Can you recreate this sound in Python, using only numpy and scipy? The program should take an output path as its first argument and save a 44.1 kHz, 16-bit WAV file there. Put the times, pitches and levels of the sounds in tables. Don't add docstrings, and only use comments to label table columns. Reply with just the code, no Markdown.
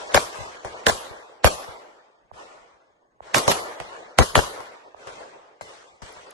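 import sys
import numpy as np
from scipy import signal
from scipy.fft import rfft, irfft, next_fast_len
from scipy.io import wavfile
from scipy.ndimage import uniform_filter1d

SR = 44100
rng = np.random.default_rng(int(sys.argv[2]) if len(sys.argv) > 2 else 0)


def gain_from_db(level_db):
    decades = np.asarray(level_db, float) / 20
    return 10 ** decades


def generate_wav(sig):
    pcm = np.round(np.clip(np.atleast_2d(sig).T, -1, 1) * 32767).astype(np.int16)
    wavfile.write(sys.argv[1], SR, pcm)


N = 279153
TOP_HZ = 11850


def read(points, hz):
    f, value = np.transpose(points)
    return np.interp(np.log(hz + 1), np.log(f + 1), value)


def evened(x):
    return x / np.sqrt(np.mean(x ** 2) + 1e-20)


def add(mix, s, sound):
    part = mix[:, max(round(s * SR), 0):][:, :sound.shape[1]]
    part += sound[:, :part.shape[1]]


def sides(db):
    return gain_from_db(np.array([[db / 2], [-db / 2]]))


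# [f/Hz, side minus mid/dB]
WIDTH = [(60, -1.5), (98, -2.5), (160, -18.5), (260, -3.5), (420, -10.5), (680, 1), (1110, 1.5), (1800, 1),
         (2930, 0.5), (4760, 0), (7740, -0.5), (12600, 3)]


def pair(z, hz):
    side = gain_from_db(read(WIDTH, hz))
    return np.array([z[0] + side * z[1], z[0] - side * z[1]]) / np.sqrt(1 + side ** 2)


def coloured(spectrum, size, top_hz=TOP_HZ):
    hz = np.fft.rfftfreq(size, 1 / SR)
    z = rfft(rng.standard_normal((2, size))) * gain_from_db(read(spectrum, hz)) * (hz < top_hz)
    return evened(irfft(pair(z, hz), size))


# [f/Hz, level/dB per Hz]
RUMBLE = [(15, -24), (30, -4), (60, 1), (120, -7.5), (220, -10.5), (400, -46.5)]


def breeze(level_db=-83, lumps_db=6):
    lumps = uniform_filter1d(rng.standard_normal(N), size=3000)
    lumps = evened(uniform_filter1d(lumps, size=3000))
    return gain_from_db(level_db + lumps_db * lumps) * coloured(RUMBLE, size=next_fast_len(N))[:, :N]


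def cricket(level_db=-85, whistle_hz=6560, pulses_per_s=19.95, beat_s=2.866, sag_hz=90, duty=0.15):
    beat = 2 * np.pi * pulses_per_s * (np.arange(N) / SR - beat_s)
    tone = np.sin(2 * np.pi * np.cumsum(whistle_hz - sag_hz * np.sin(beat)) / SR)
    return gain_from_db(level_db) * np.sqrt(2) * tone * np.clip(np.cos(beat) + duty, 0, 1) * np.ones((2, 1))


def pulse(chirps, size=900):
    t, ring = np.arange(size) / SR, 0
    for start_hz, end_hz, fall_s, swell_s, db in chirps:
        turns = end_hz * t + (start_hz - end_hz) * fall_s * (1 - np.exp(-t / fall_s))
        swell = (t / swell_s) ** 2 * np.exp(-t / swell_s)
        ring = ring + gain_from_db(db) * swell * np.sin(2 * np.pi * turns)
    return ring / abs(ring).max()


# [start f/Hz, end f/Hz, fall/s, swell/s, level/dB]
BLAST = [(1913, 500, .0011, .001, -2), (3000, 1050, .0008, 0.00034, -0.5)]
# [f/Hz, level/dB per Hz]
CRACK = [(900, -21.5), (1800, 0.5), (3000, 6), (5000, -2.5), (8000, -1.15), (10500, -1), (12500, -12),
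         (13200, -43.5)]


def arrival(crack_db, top_hz, spread_s=.0022, lag_s=0.00023, crack_s=0.00095, shared=0.52):
    paths = np.zeros((2, 400))
    at = (rng.random((2, 3)) ** 1.7 * spread_s + lag_s) * SR
    np.put_along_axis(paths, at.astype(int), rng.choice([-1., 1.], (2, 3)) * 0.7, axis=1)
    paths[1] += shared * paths[0]
    blast = signal.fftconvolve(paths, pulse(BLAST)[None], axes=1)[:, :1200]
    u = np.arange(1200) / SR / crack_s
    return blast + gain_from_db(crack_db) * coloured(CRACK, size=1200, top_hz=top_hz) * u * np.exp(1 - u)


# [t/s, tree tail level/dB, thump level/dB, left-right/dB, boom level/dB]
FAR = [(-.12, -28.5, -41, 0, -70), (.07, -31.5, -45, 5, -54), (0.326, -32, -46, -15, -61),
       (0.402, -33.5, -48, 9, -28), (0.647, -30, -28, 2.5, -32), (2.314, -35.5, -34, -12, -47),
       (3.205, -35.5, -28, -5, -57), (3.8004, -31.5, -25, -4, -33.5), (4.9456, -36.5, -31.5, -10, -63.5),
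       (5.0704, -33.5, -37, 13, -47), (5.61, -38.5, -26, 7, -45.5), (6.018, -38.5, -45, 6, -36),
       (6.164, -40.5, -49, 10, -57)]
BAY_OF = [2, 2, 2, 1, 1, 0, 0, 1, 0, 1, 3, 3, 1]
# [start f/Hz, end f/Hz, fall/s, swell/s, level/dB]
THUMP = [(1274, 86, 0.0031, 0.00063, -.1)]
OPEN_DB = [-38, -2.5, -32, -12]


def far_shots(lag_s=0.00038, crack_db=-9):
    out = np.zeros((2, N))
    for (s, _, db, pan_db, _), bay in zip(FAR, BAY_OF):
        thump = pulse(THUMP)
        late = np.roll(thump, round(lag_s * SR))
        ports = np.array([thump, late] if pan_db > 0 else [late, thump])
        add(out, s, gain_from_db(db) * sides(pan_db) * ports)
        add(out, s, gain_from_db(db + OPEN_DB[bay]) * sides(pan_db) * arrival(crack_db, TOP_HZ))
    return out


def power(spectrum, hz):
    share = gain_from_db(read(spectrum, hz)) ** 2
    return (share / share.sum())[:, None]


# [f/Hz, level/dB per Hz]
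AIR = [(25, -25.5), (55, -3.5), (180, -17), (600, -3.5), (1800, -12), (2600, -30), (6000, -35),
       (9000, -36.5), (11000, -72)]
# [f/Hz, level/dB per Hz]
YARD = [(24, -24), (40, -3), (277, -18.5), (616, 4), (886, -15), (976, 4), (1970, -22.5), (2970, -15),
        (11200, -21), (12100, -28), (13000, -79.5)]
# [f/Hz, t60/s]
YARD_T60 = [(60, 0.19), (300, 0.3), (1000, 0.28), (3000, 0.49), (8000, 0.39), (12000, 0.6)]
YARD_DB = [-15, -13.5, -14.5]
# [f/Hz, level/dB per Hz]
TREES = [(24, -32), (40, -6), (60, -1), (240, -22.5), (353, -15.5), (399, 0.5), (976, -2.5), (1740, -8),
         (3520, -16.5), (4170, -18.5), (8620, -23.5), (11800, -41), (13000, -76.5)]
# [f/Hz, t60/s]
TREES_T60 = [(60, 0.21), (300, 1.364), (1000, 1.35), (3000, 1.212), (8000, 1.02), (12000, 0.67)]
# [bank scatter over tree tail/dB, tail rise/s, tail tilt/dB per octave, boom start f/Hz, boom hold/s]
BAYS = [
    (-12, 0.073, -0.1, 180, .026),
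    (-0.8, .09, -0.45, 182, 0.012),
    (-4.5, .035, 0.83, 110, .013),
    (-0.9, 0.06, 1.5, 354, .017),
]
BANK_LAG_S = [.013, 0, 0, 0]
# [f/Hz, left-right/dB]
LEAN = [(60, 4), (130, 1), (280, -5.5), (590, 1), (1270, 1), (2730, -3), (5870, 8.5), (12600, -4.5)]


def wash(air_db=-66, trees_rise_s=0.13, patchy_db=2.0, flicker_db=0.5):
    frames, hz = N // 64 + 5, np.fft.rfftfreq(256, 1 / SR)
    t = np.arange(frames) * 64 / SR
    field = gain_from_db(air_db) ** 2 * power(AIR, hz) * np.ones(frames)

    def tail(s, db, rise_s, t60):
        age = np.maximum(t - s, 0)
        decay = np.exp(-2 * np.log(1000) * age / read(t60, hz)[:, None])
        return decay * (gain_from_db(db) * (1 - np.exp(-(age / rise_s) ** 2))) ** 2

    for (s, *_, trees_db), stance in zip(NEAR, STANCE_OF):
        field = field + power(YARD, hz) * tail(s, YARD_DB[stance], 0.003, YARD_T60)
        field = field + power(TREES, hz) * tail(s, trees_db, trees_rise_s, TREES_T60)
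    for (s, db, *_), bay in zip(FAR, BAY_OF):
        bank_db, rise_s, bright_db, *_ = BAYS[bay]
        lag_s = BANK_LAG_S[bay]
        tilt = gain_from_db(bright_db * np.log2(hz / 700 + 0.04))[:, None] ** 2
        bank = tail(s + lag_s, db + bank_db, 0.0013 + lag_s / 2, YARD_T60)
        field = field + power(TREES, hz) * tilt * (bank + tail(s, db, rise_s, TREES_T60))

    a, b, c, d, patches = rng.standard_normal((frames, len(hz), 5)).T
    patches = evened(uniform_filter1d(uniform_filter1d(patches, size=30, axis=1), size=4, axis=0))
    flicker = evened(uniform_filter1d(rng.standard_normal(frames), size=6))
    left, right = pair([a + 1j * b, c + 1j * d], hz[:, None]) * (hz < TOP_HZ)[:, None]
    lean = gain_from_db(read(LEAN, hz)[:, None] / 2)
    uneven = gain_from_db(patchy_db * patches + flicker_db * flicker)
    z = np.array([left * lean, right / lean]) * np.sqrt(field) * uneven
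    return signal.istft(z, nperseg=256, noverlap=192)[1][:, :N]


# [t/s, blast level/dB, left-right/dB, tree tail level/dB]
NEAR = [
    (0.1446, -5.5, 9.5, -30.5),
    (.866, -8.5, 0, -27),
    (1.4438, -8, 2, -26.5),
    (3.3445, -9, -4, -18.5),
    (3.4786, -9, -0.5, -34),
    (4.186, -7, 6, -31),
    (4.3538, -5.5, 10.5, -25.5),
]
STANCE_OF = [0, 0, 0, 1, 1, 2, 2]
# [delay/s, left level/dB, right level/dB, crack level/dB]
ARRIVALS = [
    [(0, 2, 6.5, -6), (.010, -10.5, -6, -6.5), (.018, -14.5, -2.5, -4), (.024, -9.5, -13, -1.5),
     (.0295, 3.35, 2, -10), (.2, -25, -42, -17)],
    [(0, 3, 6.5, -10), (.011, -13, -14, -10), (.022, -8.5, -4.5, -6), (.037, -10.5, -6, 1),
     (.108, -32, -18, -5.5)],
    [(0, 2.5, 12, -8.5), (.012, -5.5, -11, -24), (.022, -4, -34.5, -18), (.036, -1, -13, -20),
     (.11, -30, -22, -10.5), (.25, -27, -34, -12)],
]
# [f/Hz, level/dB per Hz]
CLUTTER = [(59, -58), (100, -7.5), (588, -6.5), (1410, -7.5), (1700, -7), (4600, -12.5), (6500, -17),
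           (9010, -22), (10200, -35), (11500, -7), (13000, -70)]
CLUTTER_DB = [-16.5, -19, -17.5]
CLUTTER_S = [0.038, 0.049, 0.046]
CLUTTER_TILT = [0.28, 0.11, -2.5]


def near_shots(smear_db=-11, smear_s=.0035):
    out, t = np.zeros((2, N)), np.arange(4000) / SR
    for (s, db, pan_db, *_), stance in zip(NEAR, STANCE_OF):
        for late, left_db, right_db, crack_db in ARRIVALS[stance]:
            gains = gain_from_db(np.array([[left_db], [right_db]]) + db) * sides(pan_db)
            top_hz = SR if late < .005 and stance == 2 else TOP_HZ
            add(out, s + late, gains * arrival(crack_db, top_hz))
        span = (1 - np.exp(-t / 0.0016)) / (1 + np.exp((t - CLUTTER_S[stance]) / 0.003))
        tilted = [(hz, level + CLUTTER_TILT[stance] * np.log2(hz / 700)) for hz, level in CLUTTER]
        add(out, s, gain_from_db(CLUTTER_DB[stance]) * coloured(tilted, size=4000) * span)
        ahead = np.exp(-t[999::-1] / smear_s)
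        smear = coloured(CLUTTER, size=1000, top_hz=9000) * ahead
        add(out, s - 1000 / SR, gain_from_db(db + smear_db) * smear)
    return out


def boom(start_hz, hz, hold_s, rumble_db, sag_s=.006, right_db=-10, rumble_t60=0.34):
    t = np.arange(SR // 2) / SR
    turns = hz * t + (start_hz - hz) * sag_s * (1 - np.exp(-t / sag_s))
    rise, fade_s = 1 - np.exp(-t / .002), .007
    throb = rise * np.exp(-np.maximum(t - hold_s, 0) / fade_s) * np.sin(2 * np.pi * turns)
    rumble = rise * gain_from_db(rumble_db - 60 * t / rumble_t60) * coloured(RUMBLE, size=len(t))
    return np.array([[1], [-gain_from_db(right_db)]]) * throb + np.array([[1], [gain_from_db(right_db / 2)]]) * rumble


# [t/s, level/dB, hold/s]
BOOMS = [
    (0.147, -16.5, 0.022),
    (0.87, -19.5, 0.019),
    (0.914, -28, 0.017),
    (1.445, -6.5, 0.022),
    (3.359, -38.5, .02),
    (3.478, -13.5, 0.0061),
    (4.189, -5.5, 0.028),
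    (4.373, -8.5, 0.017),
]
BANK_DB = [-35, -58, -44.5]


def booms(barrel_start_hz=185, far_lag_s=0.0028, bank_s=.241, bank_start_hz=180, bank_hold_s=0.0078):
    out = np.zeros((2, N))
    rows = [(s, db, barrel_start_hz, hold_s, 0) for s, db, hold_s in BOOMS]
    for (s, *_, db), bay in zip(FAR, BAY_OF):
        rows.append((s + far_lag_s, db, *BAYS[bay][-2:], 0))
    for (s, *_), stance in zip(NEAR, STANCE_OF):
        rows.append((s + bank_s, BANK_DB[stance], bank_start_hz, bank_hold_s, -8.5))
    for s, db, start_hz, hold_s, extra_db in rows:
        hz = min(57.7 - 0.24 * db, 80)
        rumble_db = -26.5 + (.56 - 1) * db + extra_db
        add(out, s, gain_from_db(db) * boom(start_hz, hz, hold_s, rumble_db))
    return out


# [t/s, level/dB, f/Hz]
CLICKS = [
    (5.625, -41.5, 11300),
    (6.126, -40, 11300),
    (6.308, -36, 10800),
    (6.311, -38, 7000),
    (6.314, -37.5, 3500),
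]


def gear():
    out = np.zeros((2, N))
    for s, db, hz in CLICKS:
        add(out, s, gain_from_db(db) * np.ones((2, 1)) * pulse([(hz, hz * 0.91, .0004, .00012, 0)]))
    return out


def scene():
    return breeze() + cricket() + far_shots() + wash() + near_shots() + booms() + gear()


def patch_treble(x, loud, edge_hz=12200, low_hz=2400, holes=.27, thin_db=5, jump_db=7):
    frame = dict(window=signal.windows.cosine(256), nperseg=256, noverlap=128)
    hz, t, z = signal.stft(x, SR, **frame)
    draw = rng.random((z.shape[2] // 3 + 1, 2, 19, 2)).transpose(3, 1, 2, 0)
    draw = draw.repeat(7, axis=2).repeat(3, axis=3)
    lost, uneven = draw[:, :, :len(hz), :z.shape[2]]
    level_db = 10 * np.log10((abs(z[:, 40:]) ** 2).sum((0, 1)) + 1e-20)
    jump = np.diff(level_db, prepend=0, n=1) > jump_db
    patchy = np.where((hz > low_hz)[:, None], (lost > holes) * gain_from_db(thin_db * (2 * uneven - 1)), 1)
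    keep = np.where(jump, 1, patchy * (hz < edge_hz)[:, None])
    return signal.istft(z * np.where(loud(t), keep, 1), SR, **frame)[1][:, :x.shape[1]]


# [f/Hz, gap that empties mid/dB, gap that empties side/dB, weak-line cut under band/dB]
THINNING = [(700, 12, 14, -14), (1300, 2.8, 5, -4), (1900, 1.9, 5, -1.5), (2700, .4, 5, -1.5),
            (3700, 3.2, 1.8, -3), (8500, 3.4, 2.8, -3), (9400, 1.8, 3.5, -3), (10900, 1.8, 3.5, -3),
            (11300, 4, .3, -3)]


def thin(x, lead=554, edge_hz=13100, drift_db=.8, spent_db=2, loud_db=22, attack_db=9):
    frame = dict(window=signal.windows.cosine(2048), nperseg=2048, noverlap=1024)
    mid_side = np.pad([x[0] + x[1], x[0] - x[1]], ((0, 0), (lead, 0)))
    hz, t, z = signal.stft(mid_side, SR, **frame)
    band = np.round(13 * np.log(1 + hz / 1200)).astype(int)
    starts = np.flatnonzero(np.diff(band, prepend=-1))
    level = np.add.reduceat(abs(z) ** 2, starts, axis=1) / np.diff(starts, append=len(hz))[:, None]
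    mid_db, side_db = 10 * np.log10(uniform_filter1d(level, size=3) + 1e-20)[:, band]
    f, *limits = np.transpose(THINNING)
    mid_gap_db, side_gap_db, weak_db = (np.interp(hz, f, limit)[:, None] for limit in limits)

    spare_db = drift_db * evened(uniform_filter1d(rng.standard_normal(z.shape[2]), size=2))
    frame_db = 10 * np.log10(level[:, -12:].sum((0, 1)) + 1e-20)
    attack = np.diff(frame_db, prepend=np.inf) > attack_db
    blast = attack & (frame_db > frame_db.max() - loud_db)
    spare_db = spare_db - spent_db * np.roll(blast, 1)
    keep = [side_db - mid_db < mid_gap_db + spare_db, mid_db - side_db < side_gap_db + spare_db]
    keep = keep * (abs(z) > gain_from_db(weak_db) * np.sqrt(level[:, band])) * (hz < TOP_HZ)[:, None]
    keep = np.where(attack, (hz < edge_hz)[:, None], keep)
    thinned = signal.istft(z * keep, SR, **frame)[1]
    mid, side = patch_treble(thinned, lambda s: np.interp(s, t, blast) > .4)[:, lead:lead + N]
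    return np.array([mid + side, mid - side]) / 2


def band_limit(x):
    return signal.sosfilt(signal.butter(12, 13190, fs=SR, output="sos"), x)


def record(dry):
    ceiling = .97
    limited = ceiling * np.tanh(dry / ceiling)
    mix = thin(limited)
    return band_limit(mix)


dry = scene()
out = record(dry)
generate_wav(out)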